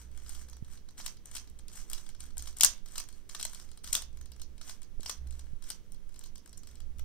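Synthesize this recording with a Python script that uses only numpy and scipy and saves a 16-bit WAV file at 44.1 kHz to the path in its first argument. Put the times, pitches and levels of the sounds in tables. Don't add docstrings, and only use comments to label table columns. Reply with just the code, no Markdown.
import sys
import numpy as np
from scipy import signal
from scipy.fft import rfft, irfft
from scipy.io import wavfile

SR = 44100
rng = np.random.default_rng(int(sys.argv[2]) if len(sys.argv) > 2 else 0)


def inscribe(sig):
    pcm = np.round(np.clip(np.atleast_2d(sig).T, -1, 1) * 32767)
    wavfile.write(sys.argv[1], SR, pcm.astype(np.int16))


def rack_gain(trim_db):
    fader = np.asarray(trim_db, float)
    return 10 ** (fader / 20)


N = 310464


def band(x, low_hz, high_hz, order=2):
    return signal.sosfilt(signal.butter(order, [low_hz, high_hz], "band", fs=SR, output="sos"), x)


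def rms_one(x):
    return x / np.sqrt(np.mean(x ** 2) + 1e-20)


def in_time(rows):
    s, *columns = np.transpose(rows)
    return [np.interp(np.arange(N) / SR, s, c) for c in columns]


def resonance(x, hz, width_hz):
    r = np.exp(-np.pi * width_hz / SR)
    zeros = np.array([1, 0, -1]) * (1 - r * r) / 2
    poles = [1, -2 * r * np.cos(2 * np.pi * hz / SR), r * r]
    return signal.lfilter(zeros, poles, x)


def port(x, shape):
    for hz, width_hz, db in shape:
        x = x + (rack_gain(db) - 1) * resonance(x, hz, width_hz)
    return x


def contacts(draws, spread_db):
    strength = rack_gain(-spread_db * np.log(draws[0] + 0.0028))
    return strength * np.sign(draws[1] - .5)


def floor():
    # pitch_hz, left_db_per_hz, right_db_per_hz, likeness (0-1)
    noise_rows = [(30, -93, -80.5, 0.5), (60, -96, -76.5, .6), (108, -80.5, -86.5, 0.98),
                  (122, -91.5, -85, .5), (152.7, -87, -85.5, 0), (205, -89.5, -88, 0.9),
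                  (300, -93, -93.5, .5), (448.7, -95.5, -94.5, 0.1), (758, -106, -105, 0),
                  (1400, -110.5, -108.5, 0), (5010, -116, -113, 0.6), (6150, -116, -108, 0.01),
                  (7300, -116, -117, 0.2), (15500, -120, -119, 0.22)]
    hz = np.maximum(np.arange(N // 2 + 1) * SR / N, 1)
    at, *columns = np.transpose(noise_rows)
    left_db, right_db, alike = [np.interp(np.log(hz), np.log(at), c) for c in columns]
    mid, side = rfft(rng.standard_normal((2, N))) * np.sqrt(SR / 4) * (hz > 22)
    left = rack_gain(left_db) * (np.sqrt(1 + alike) * mid + np.sqrt(1 - alike) * side)
    right = rack_gain(right_db) * (np.sqrt(1 + alike) * mid - np.sqrt(1 - alike) * side)
    return irfft(np.array([left, right]), N)


def draught():
    # time_s, level_db
    draught_rows = [
        (0.0, -47),
        (0.1, -46.5),
        (6.27, -48),
        (6.43, -54),
        (7.04, -40),
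    ]
    # time_s, peak_db, width_ms, push (1 inward, -1 outward)
    puff_rows = [
        (.626, -25, 1.7, 0.92),
        (4.984, -22.5, 9.3, -0.9),
        (4.997, -33, 0.61, -1.1),
        (5.535, -27.5, 1.96, 0.9),
    ]
    db, = in_time(draught_rows)
    white = rng.standard_normal((2, N))
    left = rack_gain(-10) * rms_one(band(white[0] + 0.27 * white[1], 20, 21))
    right = rack_gain(8.0) * rms_one(band(white[1], 3.5, 17, order=3))
    out = rack_gain(db) * np.array([left, right])
    t = np.arange(N) / SR
    puffs = np.zeros(N)
    for s, peak_db, ms, inward in puff_rows:
        puffs -= inward * rack_gain(peak_db) * np.exp(-np.abs((t - s) / (ms * 0.00094)) ** 1.6)
    out[1] += puffs + 0.78 * resonance(puffs, 79, 30)
    return out


def fan():
    # time_s, pitch_hz, level_db
    hum_rows = [(0.05, 60.7, -50), (0.63, 61.54, -52.5), (1.05, 59.5, -67.5), (1.5, 60.4, -55.5),
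                (2.06, 61, -63), (2.4, 60.8, -47.5), (2.78, 60.8, -68), (3.3, 60.5, -64), (3.7, 62.5, -59),
                (4.16, 61.6, -50.5), (4.58, 63.2, -55), (4.72, 62.4, -65.5), (5.1, 63.8, -57),
                (5.27, 63.9, -42.5), (5.43, 64.55, -44.5), (5.62, 63, -64), (6.49, 60, -63),
                (6.98, 63.3, -46)]
    flutter_db, octave_db = 2.5, -21
    hz, db = in_time(hum_rows)
    turn = 2 * np.pi * np.cumsum(hz) / SR
    flutter = rms_one(band(rng.standard_normal(N), 3.0, 7.5, order=1))
    level = np.sqrt(2) * rack_gain(db + flutter_db * flutter - 0.8)
    tone = level * (np.sin(turn) + rack_gain(octave_db) * np.sin(2 * turn))
    return tone * rack_gain(np.array([[-3.5], [2.5]]))


def rub_level():
    # start_s, length_s, rub_start_db, rub_end_db
    push_rows = [(0, .02, -55, -60), (.12, .13, -73, -62.5), (0.269, 0.15, -57.5, -57.5),
                 (.485, .06, -70.5, -76), (0.649, .088, -77, -58), (0.981, .015, -54, -49),
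                 (1.032, 0.034, -59, -47), (1.257, .05, -63, -65.5), (1.31, .057, -62, -47),
                 (1.699, .06, -66, -53.5), (1.758, 0.047, -51.5, -53.5), (1.868, .072, -66, -55),
                 (1.95, .16, -53, -71), (2.2, .11, -57, -71), (2.39, 0.096, -63, -54.5),
                 (2.576, .03, -57, -63), (2.62, 0.032, -55, -34), (2.858, 0.13, -72, -49),
                 (3.075, .11, -68.5, -67.5), (3.308, 0.32, -57, -59.5), (3.67, .1, -69, -76),
                 (3.847, 0.068, -58.5, -52.5), (3.923, 0.034, -50, -39), (4.33, .1, -78, -75),
                 (4.618, 0.084, -63.5, -50.5), (4.998, 0.1, -78, -47), (5.33, 0.19, -66.5, -77),
                 (5.634, 0.074, -66, -50), (6.13, .14, -73, -69), (6.68, .15, -65, -81)]
    rise_db_per_s, fall_db_per_s, rest_db = 1500, 290, -83
    t = np.arange(N) / SR
    db = np.full(N, float(rest_db))
    for s, length, start_db, end_db in push_rows:
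        held = np.interp(t, [s, s + length], [start_db, end_db])
        before, after = np.maximum(s - t, 0), np.maximum(t - s - length, 0)
        db = np.maximum(db, held - rise_db_per_s * before - fall_db_per_s * after)
    return db


def slide(per_s, rub_gain_db):
    rub_db = rub_level()
    hollow_even_db, hollow_lag = -70.5, .55
    hollow_db = -hollow_lag * (rub_db - hollow_even_db) - 1.5
    clumps = rms_one(band(rng.standard_normal(N), 25, 130, order=1))
    strengths = contacts(rng.random((2, N)), spread_db=2.0)
    ticks = strengths * (rng.random(N) < per_s * rack_gain(5 * clumps) / SR)
    smooth = rng.standard_normal(N) * rack_gain(4.6 * clumps)
    rough = 0.55 * smooth + 0.75 * rms_one(ticks)
    hollow = rms_one(band(rough, 700, 3900))
    surface = rms_one(port(band(rough, 1600, 14500, order=1), [(13200, 1300, 5)]))
    return rack_gain(rub_db + rub_gain_db) * (surface + rack_gain(hollow_db) * hollow)


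def all_contacts():
    # time_s, peak_db, hollow_db (re peak), shell_db (re peak)
    clacks = [(0.2934, -38, -15, -11.5), (1.0615, -28.5, -12, -5.5), (1.3518, -34.5, -14, -8),
              (1.3642, -38, -27, -3.5), (1.8992, -34.5, -22, -16), (1.9317, -28, -18.5, -7.5),
              (2.3799, -32.5, -45, -28), (2.4234, -37.5, -16, -12), (2.5974, -36.5, -12, -11),
              (2.6084, -12, -21, -7), (2.6241, -29, -23, -20), (2.6326, -14, -11, -4.5),
              (2.6338, -10.5, -14.5, -7.5), (2.6462, -8, -19.5, -31), (2.6505, -23.5, -19, -7.5),
              (2.9795, -27, -16, -6), (3.0002, -34, -8.5, -12), (3.3479, -35, -4.5, -2.5),
              (3.4, -37, -29, -4), (3.4106, -35.5, -11, -5), (3.4278, -29.5, -16, -5.5),
              (3.4511, -26, -13, -10), (3.8438, -37, -12.5, -11), (3.8737, -38, -9.5, -4.5),
              (3.9277, -25, -17.5, -8), (3.9296, -19.5, -33, -24), (3.9506, -18, -13.5, -5),
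              (5.0594, -37.5, -4, 2), (5.095, -28, -7.5, -5), (5.7017, -29.5, -13.5, -7.5)]
    # time_s, peak_db
    edge_ticks = [(.4978, -47), (.7, -61), (1.2568, -42.5), (1.4982, -52.5), (2.4761, -43), (2.569, -38),
                  (2.5856, -39), (2.9208, -48), (3.0386, -48), (3.432, -42), (3.496, -46), (3.836, -55),
                  (3.9775, -39), (5.0516, -53), (5.273, -52.5), (5.92, -46.5), (6.1918, -42), (6.2708, -57),
                  (6.4936, -53.5), (6.5736, -48), (6.577, -43.5)]
    # time_s, peak_db
    cap_ticks = [(.3053, -48), (1.044, -53), (1.5888, -49.5), (1.6816, -43), (1.7304, -47.5),
                 (2.2045, -39.5), (2.2282, -56), (2.2626, -53), (2.4033, -47), (2.8846, -50),
                 (3.0863, -54.5), (3.1258, -50), (3.547, -40), (3.8657, -46), (4.1281, -61.5),
                 (4.4165, -39), (4.686, -54), (4.83, -48.5), (5.0061, -47), (5.308, -48), (5.3676, -64),
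                 (5.3955, -52.5), (6.142, -53), (6.238, -43.5), (6.3792, -49.5), (6.7116, -55),
                 (6.7544, -50.5), (6.9835, -52)]
    # time_s, peak_db
    flat_knocks = [(.2616, -51.5), (.5296, -51.5), (.7735, -55), (.887, -53.5), (1.1687, -57),
                   (1.3492, -49), (1.4738, -55.5), (1.978, -46), (2.0636, -51), (2.1282, -68),
                   (2.148, -53.5), (2.305, -57), (2.4564, -51), (2.4718, -42), (2.565, -52.5), (2.64, -40),
                   (2.7786, -58), (2.8776, -58), (2.9561, -40), (3.3956, -40), (3.5977, -47.5),
                   (3.688, -58), (3.8398, -47), (4.3963, -53.5), (4.5793, -54), (4.612, -44.5),
                   (4.6944, -40), (4.9996, -63.5), (5.2698, -58.5), (6.2102, -54)]
    # time_s, peak_db
    core_knocks = [(.1748, -47.5), (.5674, -51), (.908, -56.5), (1.1422, -61), (1.3135, -45), (1.594, -52),
                   (1.914, -41.5), (2.0901, -44.5), (2.2379, -47), (2.369, -41.5), (2.8626, -57),
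                   (3.0873, -46.5), (3.2915, -44.5), (3.5324, -43), (4.1717, -50), (4.2118, -47.5),
                   (4.3628, -54), (4.818, -49), (6.092, -57.5), (6.1233, -63), (6.4591, -48.5),
                   (6.4754, -53.5), (6.9937, -42.5)]
    # time_s, peak_db
    loose_ticks = [(.1146, -59.5), (.3492, -43.5), (.4855, -52), (.6462, -54), (.9788, -43), (1.9745, -59),
                   (2.099, -53), (2.393, -42), (2.527, -52), (2.859, -47.5), (3.2951, -41.5),
                   (3.715, -49.5), (3.7739, -48.5), (3.8845, -44), (4.0202, -38), (4.2576, -49.5),
                   (4.318, -46), (5.0306, -42), (5.3243, -52), (5.3926, -46.5), (5.623, -48), (5.6393, -48),
                   (5.9442, -54.5), (6.16, -50), (6.2593, -48), (6.3555, -46.5), (6.5291, -48.5),
                   (6.633, -50.5), (6.6712, -47), (6.803, -48.5)]
    kinds = [(edge_ticks, (-21, -16)), (cap_ticks, (-18, -6)), (flat_knocks, (-5, -2)),
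             (core_knocks, (-8, -12)), (loose_ticks, (-10.5, -5.5))]
    small = [(*row, *colour) for rows, colour in kinds for row in rows]
    return sorted(clacks + small)


def ring_down(draw, ms, low_hz, high_hz):
    age = np.arange(draw.shape[1]) / SR / (ms * 0.0017)
    burst = band(contacts(draw, spread_db=4.0) * age * np.exp(-age), low_hz, high_hz)
    return burst / np.sqrt(np.sum(burst ** 2))


def snaps(body_db, shell_db, crack_db, body_ms, shell_ms, crack_ms):
    # time_s, peak_db, hollow_db (re peak), shell_db (re peak)
    bounces = [
        (0.999, -45.5, 1, -10),
        (1.008, -50, -2, 1.5),
        (1.369, -40, -16, -1),
        (3.94, -34, -8, -3),
        (3.963, -44, -19, -10),
        (4.002, -50.5, -25.5, -4),
        (5.111, -45, -13, -14),
        (5.177, -59, -14, -3),
    ]
    size = 800
    out, hits = np.zeros(N + size), all_contacts() + bounces
    for (s, db, low_db, mid_db), draw in zip(hits, rng.random((len(hits), 2, size))):
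        stretch = rack_gain(0.017 * (db + 11.5))
        body = rack_gain(low_db + body_db) * ring_down(draw, body_ms * stretch, 737, 3595)
        shell = rack_gain(mid_db + shell_db) * ring_down(draw, shell_ms * stretch, 2456, 5540)
        shell = shell + 0.1 * resonance(shell, 3400 + 1200 * draw[0, -2], 400)
        low_hz, high_hz = 4500 + 1500 * draw[0, -1], 13000 + 3500 * draw[1, -1]
        crack = rack_gain(crack_db) * ring_down(draw, crack_ms * stretch, low_hz, high_hz)
        thud = rack_gain(low_db + body_db - 16.5) * ring_down(draw, 2.0, 170, 950)
        start = max(round(s * SR), 0)
        out[start:start + size] += rack_gain(db) * (crack + body + shell + thud)
    return out[:N]


def room(x):
    # pitch_hz, t60_s, left_db, right_db
    tail_rows = [(700, .2, -14, -5), (1400, .25, -16.5, -9.5), (2720, 0.29, -11.5, -10.5),
                 (5560, 0.165, -18.5, -3.5), (11000, 0.091, -11.5, -16.5)]
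    # delay_s, left_db, right_db
    echo_rows = [
        (0.0107, -32.5, -21.5),
        (.015, -31.5, -14.5),
    ]
    t = np.arange(SR // 2) / SR
    answer = np.zeros((2, len(t)))
    for hz, t60, *db in tail_rows:
        shared, *own = band(rng.standard_normal((3, len(t))), hz / 2 ** .5, hz * 2 ** .5)
        alike = np.exp(-hz / 1500)
        tail = np.sqrt(alike) * shared + np.sqrt(1 - alike) * np.array(own)
        tail *= rack_gain(-60 * t / t60) * (1 - np.exp(-(t / .006) ** 2))
        answer += tail * rack_gain(np.array(db))[:, None] * np.sqrt(2 * np.log(1000) / t60 / SR)
    for delay, *db in echo_rows:
        answer[:, round(delay * SR)] += rack_gain(np.array(db))
    answer[0, 0] += 1
    answer[1, 1:] += rack_gain(-0.5) * 0.22 * 0.66 ** np.arange(len(t) - 1)
    scatter = rng.standard_normal(len(t)) * np.exp(-t / .004)
    answer[1] += rack_gain(-28.5) * band(scatter, 1700, 16000)
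    return signal.fftconvolve(answer, x[None], axes=1)[:, :N]


def through_ports(heard):
    # pitch_hz, width_hz, gain_db
    left_shape = [(8414, 1560, 10.5), (13720, 790, 8.5), (11340, 1100, -11.5), (7100, 1200, 3.5),
                  (15604, 6600, -21), (2550, 350, -10)]
    # pitch_hz, width_hz, gain_db
    right_shape = [(6035, 850, 16), (10200, 300, -17), (7700, 1900, -11), (11600, 7500, -5.5),
                   (15600, 430, 1.5), (2600, 1000, -1.5)]
    left, right = heard
    return np.array([port(left, left_shape), port(right, right_shape)])


def scene():
    hits = snaps(body_db=24.5, shell_db=22.5, crack_db=18.5, body_ms=1.0, shell_ms=0.99, crack_ms=0.45)
    cube = hits + slide(per_s=1200, rub_gain_db=0.5)
    return through_ports(room(cube)) + draught() + floor() + fan()


def low_pass(x):
    return signal.sosfilt(signal.butter(12, 16820, fs=SR, output="sos"), x)


def record(dry):
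    rounded = .95 * np.tanh(dry / .95)
    cut = signal.sosfilt(signal.ellip(8, .5, 45, 15750, fs=SR, output="sos"), rounded)
    return low_pass(cut)


dry = scene()
out = record(dry)
inscribe(out)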